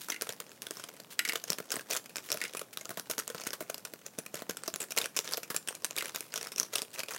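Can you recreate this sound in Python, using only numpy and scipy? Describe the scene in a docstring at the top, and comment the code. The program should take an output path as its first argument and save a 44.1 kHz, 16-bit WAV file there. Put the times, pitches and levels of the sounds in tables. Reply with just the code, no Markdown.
"""A small room, with a microphone close by on a table: two hands squeeze and shake a plastic powder packet over a tray.
Big creases snap, each a noise burst coloured by its own ringing facet of film; the pouch pops with a clack and a thud.
Squeezes swell the hiss and ticks of rubbed film, powder slides in short gritty noise runs, fingertips bump softly.
The thin tray clatters as decaying, blurred modes with a buzzing rim. Short noise tails answer as the room, over
a quiet coloured-noise background."""
import sys
import numpy as np
from scipy import signal
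from scipy.fft import rfft, irfft, next_fast_len
from scipy.io import wavfile
from scipy.ndimage import map_coordinates

SR = 44100
rng = np.random.default_rng(int(sys.argv[2]) if len(sys.argv) > 2 else 0)


def bounce(signal):
    """Save signal as a 16-bit WAV file at the path given by the first command-line argument."""
    frames = np.transpose(np.atleast_2d(signal))
    limited = np.clip(frames, -1, 1)
    pcm = np.round(limited * 32767).astype(np.int16)
    wavfile.write(sys.argv[1], SR, pcm)


N = 316638  # length in samples, about 7.2 s


def amp(db):
    """Decibels to gain."""
    return 10 ** (np.asarray(db) / 20)


def unit(x):
    """Scale to rms 1."""
    return x / np.sqrt(np.mean(x ** 2) + 1e-20)


def unit_attack(x):
    """Scale each row to rms 1 over its first five milliseconds."""
    attack_power = np.mean(x[..., :SR // 200] ** 2, axis=-1, keepdims=True)
    return x / np.sqrt(attack_power + 1e-20)


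def along(points, hz):
    """Read (frequency, value) points on a log frequency axis."""
    point_hz, value = np.transpose(points)
    return np.interp(np.log(hz + 1), np.log(point_hz), value)


def filtered(x, response):
    """Multiply the spectrum of x by a response of frequency."""
    size = next_fast_len(N + SR // 2)
    hz = np.fft.rfftfreq(size, 1 / SR)
    return irfft(rfft(x, size) * response(hz), size)[:N]


def coloured(x, spectrum):
    """Shape x by a spectrum and scale it to rms 1."""
    return unit(filtered(x, lambda hz: amp(along(spectrum, hz))))


def wobble(rate):
    """A smooth random curve with rate knots a second."""
    knots = rng.standard_normal(int(N * rate / SR) + 4)
    return map_coordinates(knots, [np.arange(N) * rate / SR])


def bursts(count, snap_t60, ring_t60, ring_db, size=4096):
    """One noise row per blow: a sudden release, then a flutter with a strength and a pace of its own."""
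    # the random pace stretches or squeezes both decays
    t = np.arange(size) / SR / np.exp(rng.normal(0, 0.82, (count, 1)))
    flutter_db = ring_db + rng.normal(0, 3.6, (count, 1))
    release = amp(-60 * t / snap_t60)
    flutter = amp(flutter_db - 60 * t / ring_t60)
    return rng.standard_normal((count, size)) * (release + flutter)


def facets(blows, spectrum, vary_db, count, size=8192, lift=np.zeros_like):
    """Colour each blow by the spectrum, bent by count random humps of its own and by lift(hz) in dB."""
    hz = np.fft.rfftfreq(size, 1 / SR)
    # humps sit evenly along the square root of frequency
    place = np.sqrt(np.minimum(hz / spectrum[-1][0], 1)) * (count - 1)
    heights = rng.uniform(-0.81, 1, (len(blows), count)) * np.sqrt(3)
    humps = np.array([np.interp(place, np.arange(count), row) for row in heights])
    # folding the cepstrum makes the filter minimum phase, so nothing sounds before the blow
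    cepstrum = irfft(np.log(amp(along(spectrum, hz) + vary_db * humps + lift(hz))))
    cepstrum[:, 1:size // 2] *= 2
    cepstrum[:, size // 2 + 1:] = 0
    return unit_attack(irfft(rfft(blows, size) * np.exp(rfft(cepstrum))))


def placed(times, db, sounds):
    """Lay each sound at its time and level."""
    out = np.zeros(N + SR)
    for s, gain, sound in zip(times, amp(db), sounds):
        start = max(round(s * SR), 0)
        out[start:][:len(sound)] += gain * sound
    return out[:N]


# colour of the quiet place: pitch_hz [Hz], level_db [dB, relative]
QUIET_SPECTRUM = [(25, -39), (65, -16), (120, 3.5), (210, 4), (450, -0.5), (800, -5), (2000, -17),
                  (16000, -17.5)]


def quiet():
    """The steady background of the place is faint coloured noise."""
    return amp(-59) * coloured(rng.standard_normal(N), QUIET_SPECTRUM)


# decay of the room: pitch_hz [Hz], t60_s [s]
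ROOM_DECAY = [(150, 0.24), (6000, 0.19), (15000, 0.26)]


def room(x, count=4):
    """Reflections build over a few milliseconds and die away; count different tails take turns, each 1/count s."""
    hz, t, noise = signal.stft(rng.standard_normal((count, SR // 2)), SR, nperseg=256)
    decay = amp(-60 * t / along(ROOM_DECAY, hz)[:, None])
    tails = signal.istft(noise * decay, SR, nperseg=256)[1]
    tail_s = np.arange(tails.shape[1]) / SR
    tails *= 1 - np.exp(-(tail_s / 0.0021) ** 2)
    tails /= np.linalg.norm(tails, axis=1, keepdims=True)
    turn = (np.arange(N) * count // SR) % count
    sends = x * (turn == np.arange(count)[:, None])
    return signal.fftconvolve(sends, tails, axes=1).sum(axis=0)[:N]


# squeezes of the packet: start_s [s], length_s [s], strength_db [dB, before RUB_DB]
SQUEEZE_TIMES = [(0.247, 0.079, -33), (0.63, 0.28, -40.5), (1.272, 0.11, -33.5), (1.477, 0.047, -33),
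                 (1.705, 0.052, -26), (1.897, 0.072, -25.5), (2.296, 0.18, -28), (3.36, 0.095, -33.5),
                 (4.339, 0.058, -31), (4.638, 0.027, -30), (4.798, 0.052, -32), (4.973, 0.062, -21),
                 (5.164, 0.023, -27), (5.253, 0.09, -28), (5.68, 0.093, -36.5), (5.95, 0.15, -31),
                 (6.326, 0.16, -34.5), (6.587, 0.047, -32), (6.736, 0.081, -27.5), (6.94, 0.0088, -29),
                 (6.986, 0.024, -23.5), (7.087, 0.073, -28)]
SQUEEZE_ATTACK_S, SQUEEZE_RELEASE_S = 0.0077, 0.014  # time constants of the grip tightening and letting go
RUB_DB = -14  # rubbing relative to its squeeze
IDLE_RUB_DB = -59.5  # rubbing while the packet is only held


def rubbing(t):
    """How hard film and powder are rubbed at times t, in dB: each squeeze rises, holds and lets go."""
    start_s, length_s, strength_db = np.transpose(SQUEEZE_TIMES)[:, :, None]
    tightening = np.maximum(start_s - t, 0) / SQUEEZE_ATTACK_S
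    letting_go = np.maximum(t - start_s - length_s, 0) / SQUEEZE_RELEASE_S
    grip = np.exp(-tightening - letting_go)
    squeeze_power = np.sum((grip * amp(strength_db + RUB_DB)) ** 2, axis=0)
    return 10 * np.log10(amp(IDLE_RUB_DB) ** 2 + squeeze_power)


# colour of rubbed film: pitch_hz [Hz], level_db [dB, relative]
RUSTLE_SPECTRUM = [(150, -33.5), (450, 6), (800, -2), (1400, 0.5), (4000, -4.5), (6300, -3.5),
                   (16000, -14.5)]


def rustle(count=420):
    """Rubbing sets off faint ticks all over the film, above the gritty hiss of powder sliding along it."""
    rub_s = np.arange(0, N / SR, .002)
    rub_db = rubbing(rub_s)
    chance = rng.random((count, 2))
    tick_s = chance[:, 0] * N / SR
    tick_db = np.interp(tick_s, rub_s, rub_db) - 2 + 11 * chance[:, 1] ** 2
    blows = bursts(count, snap_t60=0.001, ring_t60=0.02, ring_db=-11, size=1024)
    ticks = facets(blows, RUSTLE_SPECTRUM, vary_db=6, count=16, size=2048)
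    # slow unevenness, and quick grit
    grit_db = 5.5 * wobble(900)
    hiss_db = np.interp(np.arange(N) / SR, rub_s, rub_db) - 10.5 + 3 * wobble(40) + grit_db
    hiss = amp(hiss_db) * coloured(rng.standard_normal(N), RUSTLE_SPECTRUM)
    return placed(tick_s, tick_db, ticks) + hiss


# powder sliding inside the packet: start_s [s], length_s [s], level_db [dB, scales the flow]
SLIDE_TIMES = [(0, 0.05, -40.5), (0.513, 0.035, -56), (0.72, 0.076, -46), (1.103, 0.029, -39),
               (2.229, 0.059, -45.5), (2.729, 0.012, -39), (6.12, 0.13, -47), (6.931, 0.021, -36.5)]
# colour of the powder: pitch_hz [Hz], level_db [dB, relative]
POWDER_SPECTRUM = [(200, -21), (1500, -1.5), (3500, 0), (6500, -2), (16000, -3)]


def powder():
    """Loose powder slides down the inside of the film in short, gritty runs."""
    start_s, length_s, level_db = np.transpose(SLIDE_TIMES)[:, :, None]
    progress = np.maximum(np.arange(N) / SR - start_s, 0) / length_s
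    flow = np.sum(amp(level_db) * np.sqrt(progress) * np.exp(-progress ** 2), axis=0)
    grains = rng.standard_normal(N) * amp(5 * wobble(1500))
    return flow * coloured(grains, POWDER_SPECTRUM)


# fingers bumping the packet: start_s [s], level_db [dB, relative]
BUMP_TIMES = [(1.499, -33), (2.972, -39), (3.346, -39), (4.183, -43), (4.342, -41), (4.496, -40),
              (4.735, -40)]


def fingers():
    """A soft fingertip sets the whole packet swinging for a few cycles of a low, fast-fading sine."""
    start_s, level_db = np.transpose(BUMP_TIMES)
    t = np.arange(SR // 5) / SR
    pitch_hz = 172 * np.exp(rng.normal(0, 0.011, (len(start_s), 1)))
    envelope = amp(-60 * t / 0.058) * (1 - np.exp(-t / 0.0038))
    return placed(start_s, level_db + 3.5, np.sin(2 * np.pi * pitch_hz * t) * envelope)


# the tray tapping the table: start_s [s], level_db [dB, relative]
TAP_TIMES = [(0.12, -28), (0.144, -34), (0.162, -38), (1.192, -16.5), (1.2509, -24), (1.2938, -23),
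             (1.322, -33), (2.415, -24.5), (2.4517, -30), (6.008, -29)]
# modes of the tray, before each tap varies them: pitch_hz [Hz], level_db [dB, relative], t60_s [s]
TRAY_MODES = [(323, -19, 0.2), (1437, -8, 0.14), (1745, 0, 0.045), (1950, 0, 0.07), (2055, -2, 0.115),
              (2115, -1, 0.07), (2220, 0, 0.05), (2730, -5, 0.09), (2850, 1, 0.05)]
# colour of the buzzing rim: pitch_hz [Hz], level_db [dB, relative]
RIM_SPECTRUM = [(70, -64), (300, -7), (900, -19), (2100, 3), (3200, -5), (11000, -11), (16000, -19)]


def tray():
    """Every tap rings the thin tray's modes at new strengths, while its rim buzzes against the table."""
    t = np.arange(SR // 3) / SR
    pitch_hz, mode_db, t60_s = np.transpose(TRAY_MODES)[:, :, None]
    start_s, level_db = np.transpose(TAP_TIMES)
    taps = len(start_s)
    vary_db, vary_phase, detune = np.moveaxis(rng.standard_normal((taps, 3, len(TRAY_MODES), 1)), 1, 0)
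    # the rocking tray keeps changing its contact, which detunes the modes from tap to tap and blurs them
    drift = np.cumsum(.05 * rng.standard_normal((taps, len(TRAY_MODES), len(t))), axis=2)
    phase = 2 * np.pi * pitch_hz * (1 + .015 * detune) * t + np.pi * vary_phase + drift
    attack = 1 - np.exp(-t / .0006)
    modes = amp(mode_db + vary_db - 60 * t / t60_s) * np.sin(phase) * attack
    blows = bursts(taps, snap_t60=0.017, ring_t60=0.07, ring_db=-15)
    buzz = facets(blows, RIM_SPECTRUM, vary_db=2, count=40)
    return placed(start_s, level_db - 11.5, modes.sum(axis=1)) + placed(start_s, level_db - 5.5, buzz)


# the pouch buckling: start_s [s], thud_db [dB, before THUD_DB], clack_db [dB, before CLACK_DB]
POP_TIMES = [(0.086, -41, -36), (0.099, -36.5, -34.5), (0.221, -34, -38), (0.291, -37, -41),
             (0.402, -37, -38), (0.708, -37, -66), (1.334, -34.5, -33.5), (1.355, -30, -42),
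             (1.502, -31.5, -49), (1.585, -35.5, -35.5), (1.602, -31.5, -41), (1.74, -32, -36),
             (1.766, -35.5, -34), (1.903, -34.5, -35.5), (2.343, -35, -35), (2.549, -33, -37),
             (2.615, -33, -37.5), (2.893, -31, -49), (2.905, -37.5, -37.5), (2.973, -30, -38.5),
             (3.098, -33, -38), (3.18, -35.5, -35.5), (3.301, -34, -49), (3.347, -35.5, -37.5),
             (3.468, -30.5, -34.5), (3.531, -37, -37), (3.606, -32.5, -38), (3.625, -36, -52),
             (3.698, -30, -36.5), (3.937, -34.5, -44.5), (4.185, -31, -54), (4.341, -31, -48),
             (4.421, -32, -41), (4.494, -27.5, -44), (4.679, -33, -37), (4.976, -34.5, -27),
             (5.378, -29, -38), (5.504, -35, -32.5), (5.545, -34, -34.5), (6.024, -36.5, -32.5),
             (6.614, -39, -42)]
# colour of the pouch wall: pitch_hz [Hz], level_db [dB, relative]
WALL_SPECTRUM = [(300, -30), (800, -17), (1000, -5.5), (1400, -3), (1750, -8.5), (2600, -14.5)]
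# colour of the hollow inside: pitch_hz [Hz], level_db [dB, relative]
HOLLOW_SPECTRUM = [(55, -53), (100, -13.5), (165, -5), (280, -4.5), (430, 1.5), (530, -1), (660, -0.5),
                   (820, -19.5), (1600, -28)]
THUD_DB, CLACK_DB = -5, 0.5  # how well hollow and wall radiate


def pouch():
    """A wall of the pouch pops through with a clack; the air and powder inside answer with a dull thud."""
    start_s, thud_db, clack_db = np.transpose(POP_TIMES)
    count = len(start_s)
    wall_blows = bursts(count, snap_t60=0.0033, ring_t60=0.036, ring_db=0.0)
    clacks = facets(wall_blows, WALL_SPECTRUM, vary_db=0.0, count=14)
    hollow_blows = bursts(count, snap_t60=0.015, ring_t60=0.04, ring_db=-22)
    thuds = facets(hollow_blows, HOLLOW_SPECTRUM, vary_db=3.5, count=14)
    return placed(start_s, clack_db + CLACK_DB, clacks) + placed(start_s, thud_db + THUD_DB, thuds)


def aftershocks(count=4):
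    """Smaller creases give way as the strain builds just before a snap or pop, and as it settles afterwards."""
    snaps = [(s, db - SNAP_CREST_DB) for s, db, _ in SNAP_TIMES]
    pops = [(s, db + CLACK_DB) for s, _, db in POP_TIMES]
    start_s, level_db = np.repeat(snaps + pops, count, axis=0).T
    chance = rng.random((len(start_s), 3))
    offset_s = .028 * chance[:, 0] - .007 * chance[:, 1]
    blows = bursts(len(start_s), snap_t60=0.00072, ring_t60=0.01, ring_db=-16.0, size=1024)
    slips = facets(blows, RUSTLE_SPECTRUM, vary_db=4.5, count=16, size=2048)
    return placed(start_s + offset_s, level_db - 23.0 + 8 * chance[:, 2], slips)


# colour of the cracking film: pitch_hz [Hz], level_db [dB, relative]
FILM_SPECTRUM = [(500, -16.5), (1500, 1.5), (2100, -5.5), (2500, 3), (3200, 0.5), (4500, -2.5), (5300, 2.5),
                 (6500, 1), (8000, -1), (12000, -2), (16000, -12.5)]
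FACET_DB, FACET_OCTAVES = 9.5, 0.19  # height and width of the resonance of a facet


def cracks(start_s, level_db, ring_hz, flutter_db):
    """Each buckling crease cracks with the colour of its own facet of film, which rings broadly at ring_hz."""
    def resonance(hz):
        """Lift around the ring of each facet, in dB."""
        octaves = np.log2((hz + 1) / ring_hz[:, None])
        return FACET_DB * np.exp(-(octaves / FACET_OCTAVES) ** 2)

    releases = bursts(len(start_s), snap_t60=0.0025, ring_t60=0.018, ring_db=flutter_db)
    return placed(start_s, level_db, facets(releases, FILM_SPECTRUM, vary_db=3.5, count=26, lift=resonance))


# big creases snapping through: start_s [s], peak_db [dB, nominal], pitch_hz [Hz, ring of the facet]
SNAP_TIMES = [(0.102, -17, 5950), (0.212, -24.5, 4800), (0.221, -18, 9400), (0.292, -21, 3520),
              (0.403, -24.5, 9600), (0.517, -40.5, 2600), (0.62, -25.5, 5900), (0.668, -24.5, 3450),
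              (0.709, -22.5, 8400), (0.77, -30, 5200), (0.797, -30.5, 1490), (0.839, -26.5, 3450),
              (0.891, -35, 3560), (1.001, -33, 4500), (1.277, -25, 5400), (1.289, -18, 4960),
              (1.357, -17, 3600), (1.44, -24, 6600), (1.503, -12, 5430), (1.521, -23.5, 5200),
              (1.531, -19.5, 5000), (1.705, -24, 6340), (1.718, -15.5, 1440), (1.757, -26, 2400),
              (1.794, -27, 1680), (1.809, -32.5, 1590), (1.911, -18, 5900), (1.929, -22, 2400),
              (1.934, -19, 2480), (1.942, -26, 3420), (1.965, -18.5, 1460), (1.972, -21, 6100),
              (2.059, -35, 2200), (2.095, -39, 2480), (2.158, -22, 4900), (2.168, -22, 2440),
              (2.183, -25.5, 2500), (2.304, -23, 5800), (2.318, -14, 11700), (2.326, -17, 5500),
              (2.373, -24, 2700), (2.439, -21, 2160), (2.536, -32, 2400), (2.57, -22.5, 2420),
              (2.594, -24, 9800), (2.773, -20.5, 3840), (2.811, -29, 6700), (2.855, -26.5, 6800),
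              (2.997, -23, 10700), (3.099, -21.5, 6200), (3.112, -18, 11000), (3.182, -21, 6660),
              (3.189, -19.5, 6500), (3.198, -20, 1380), (3.278, -22.5, 6740), (3.301, -27, 1670),
              (3.409, -34, 1330), (3.437, -28.5, 5200), (3.472, -20, 1630), (3.506, -25.5, 5200),
              (3.533, -23.5, 1500), (3.537, -28, 3100), (3.7, -24, 6640), (3.744, -23, 5200),
              (3.78, -32, 1210), (3.851, -23, 1490), (4.064, -26.5, 7000), (4.187, -21.5, 10000),
              (4.263, -27.5, 2420), (4.344, -25.5, 2240), (4.355, -26, 7800), (4.496, -20, 1430),
              (4.509, -25, 1620), (4.57, -25, 7460), (4.678, -20, 5200), (4.74, -21.5, 6840),
              (4.76, -22, 5200), (4.803, -22, 8040), (4.817, -23.5, 7300), (4.828, -28, 7300),
              (4.907, -25.5, 5200), (4.92, -22, 2470), (4.977, -13.5, 2240), (4.986, -12, 12900),
              (5.015, -18, 3620), (5.058, -19.5, 12000), (5.165, -16, 7060), (5.171, -17.5, 5200),
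              (5.19, -14, 7300), (5.245, -31, 6500), (5.336, -15.5, 4850), (5.372, -21.5, 12700),
              (5.432, -26.5, 2500), (5.502, -29, 5260), (5.564, -13.5, 8000), (5.675, -25, 6100),
              (5.686, -17, 8800), (5.751, -27.5, 2220), (5.822, -38.5, 5300), (5.846, -13.5, 1630),
              (5.851, -23.5, 5300), (5.909, -24, 1430), (5.965, -21, 3800), (5.977, -21, 2400),
              (5.984, -17, 3020), (6.057, -24, 2390), (6.082, -32, 3000), (6.147, -24, 3680),
              (6.16, -19.5, 3730), (6.207, -22, 2440), (6.34, -21, 1560), (6.358, -19, 5800),
              (6.377, -22, 1360), (6.412, -25, 5270), (6.429, -25.5, 4700), (6.471, -26.5, 5300),
              (6.519, -27.5, 5340), (6.561, -24.5, 5300), (6.581, -18.5, 5800), (6.599, -9.5, 6350),
              (6.631, -20.5, 6190), (6.756, -14, 3700), (6.759, -17.5, 2800), (6.783, -20, 3300),
              (6.819, -18.5, 9400), (6.993, -22, 4800), (7.034, -22.5, 2390), (7.147, -28.5, 1370)]
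SNAP_CREST_DB = 12  # allowance for a snap's peak over the rms of its first five milliseconds
BODY_FOLLOWS = 0.4  # dB of shaking in the pouch for each dB of a crease


def creases():
    """A big crease snaps through, and shakes wall and hollow a little."""
    start_s, peak_db, ring_hz = np.transpose(SNAP_TIMES)
    level_db = peak_db - SNAP_CREST_DB
    # a taut crease lets go all at once; a slack one flutters
    flutter_db = -.35 * level_db[:, None] - 15.0
    shakes = bursts(len(start_s), snap_t60=0.0056, ring_t60=0.012, ring_db=-7.0)
    wall = facets(shakes, WALL_SPECTRUM, vary_db=8.5, count=12)
    hollow = facets(shakes, HOLLOW_SPECTRUM, vary_db=3.5, count=9)
    body = placed(start_s, BODY_FOLLOWS * level_db - 32.5, wall + hollow)
    return cracks(start_s, level_db, ring_hz, flutter_db) + body


def scene():
    """Packet and tray close by, their answer from the room, and the quiet background."""
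    packet = creases() + pouch() + aftershocks() + rustle() + powder() + fingers()
    near = packet + tray()
    return (near + amp(-13) * room(near) + quiet())[None]


TOP_HZ = 16000  # upper band limit of the microphone


def record(dry, bass_hz=75):
    """The microphone rolls off the bass and keeps nothing from its band limit up."""
    def response(hz):
        """Gain of the microphone at each frequency."""
        return (hz < TOP_HZ) * hz ** 2 / (hz ** 2 + bass_hz ** 2)

    return filtered(dry[0], response)[None]


dry = scene()
out = record(dry)
bounce(out)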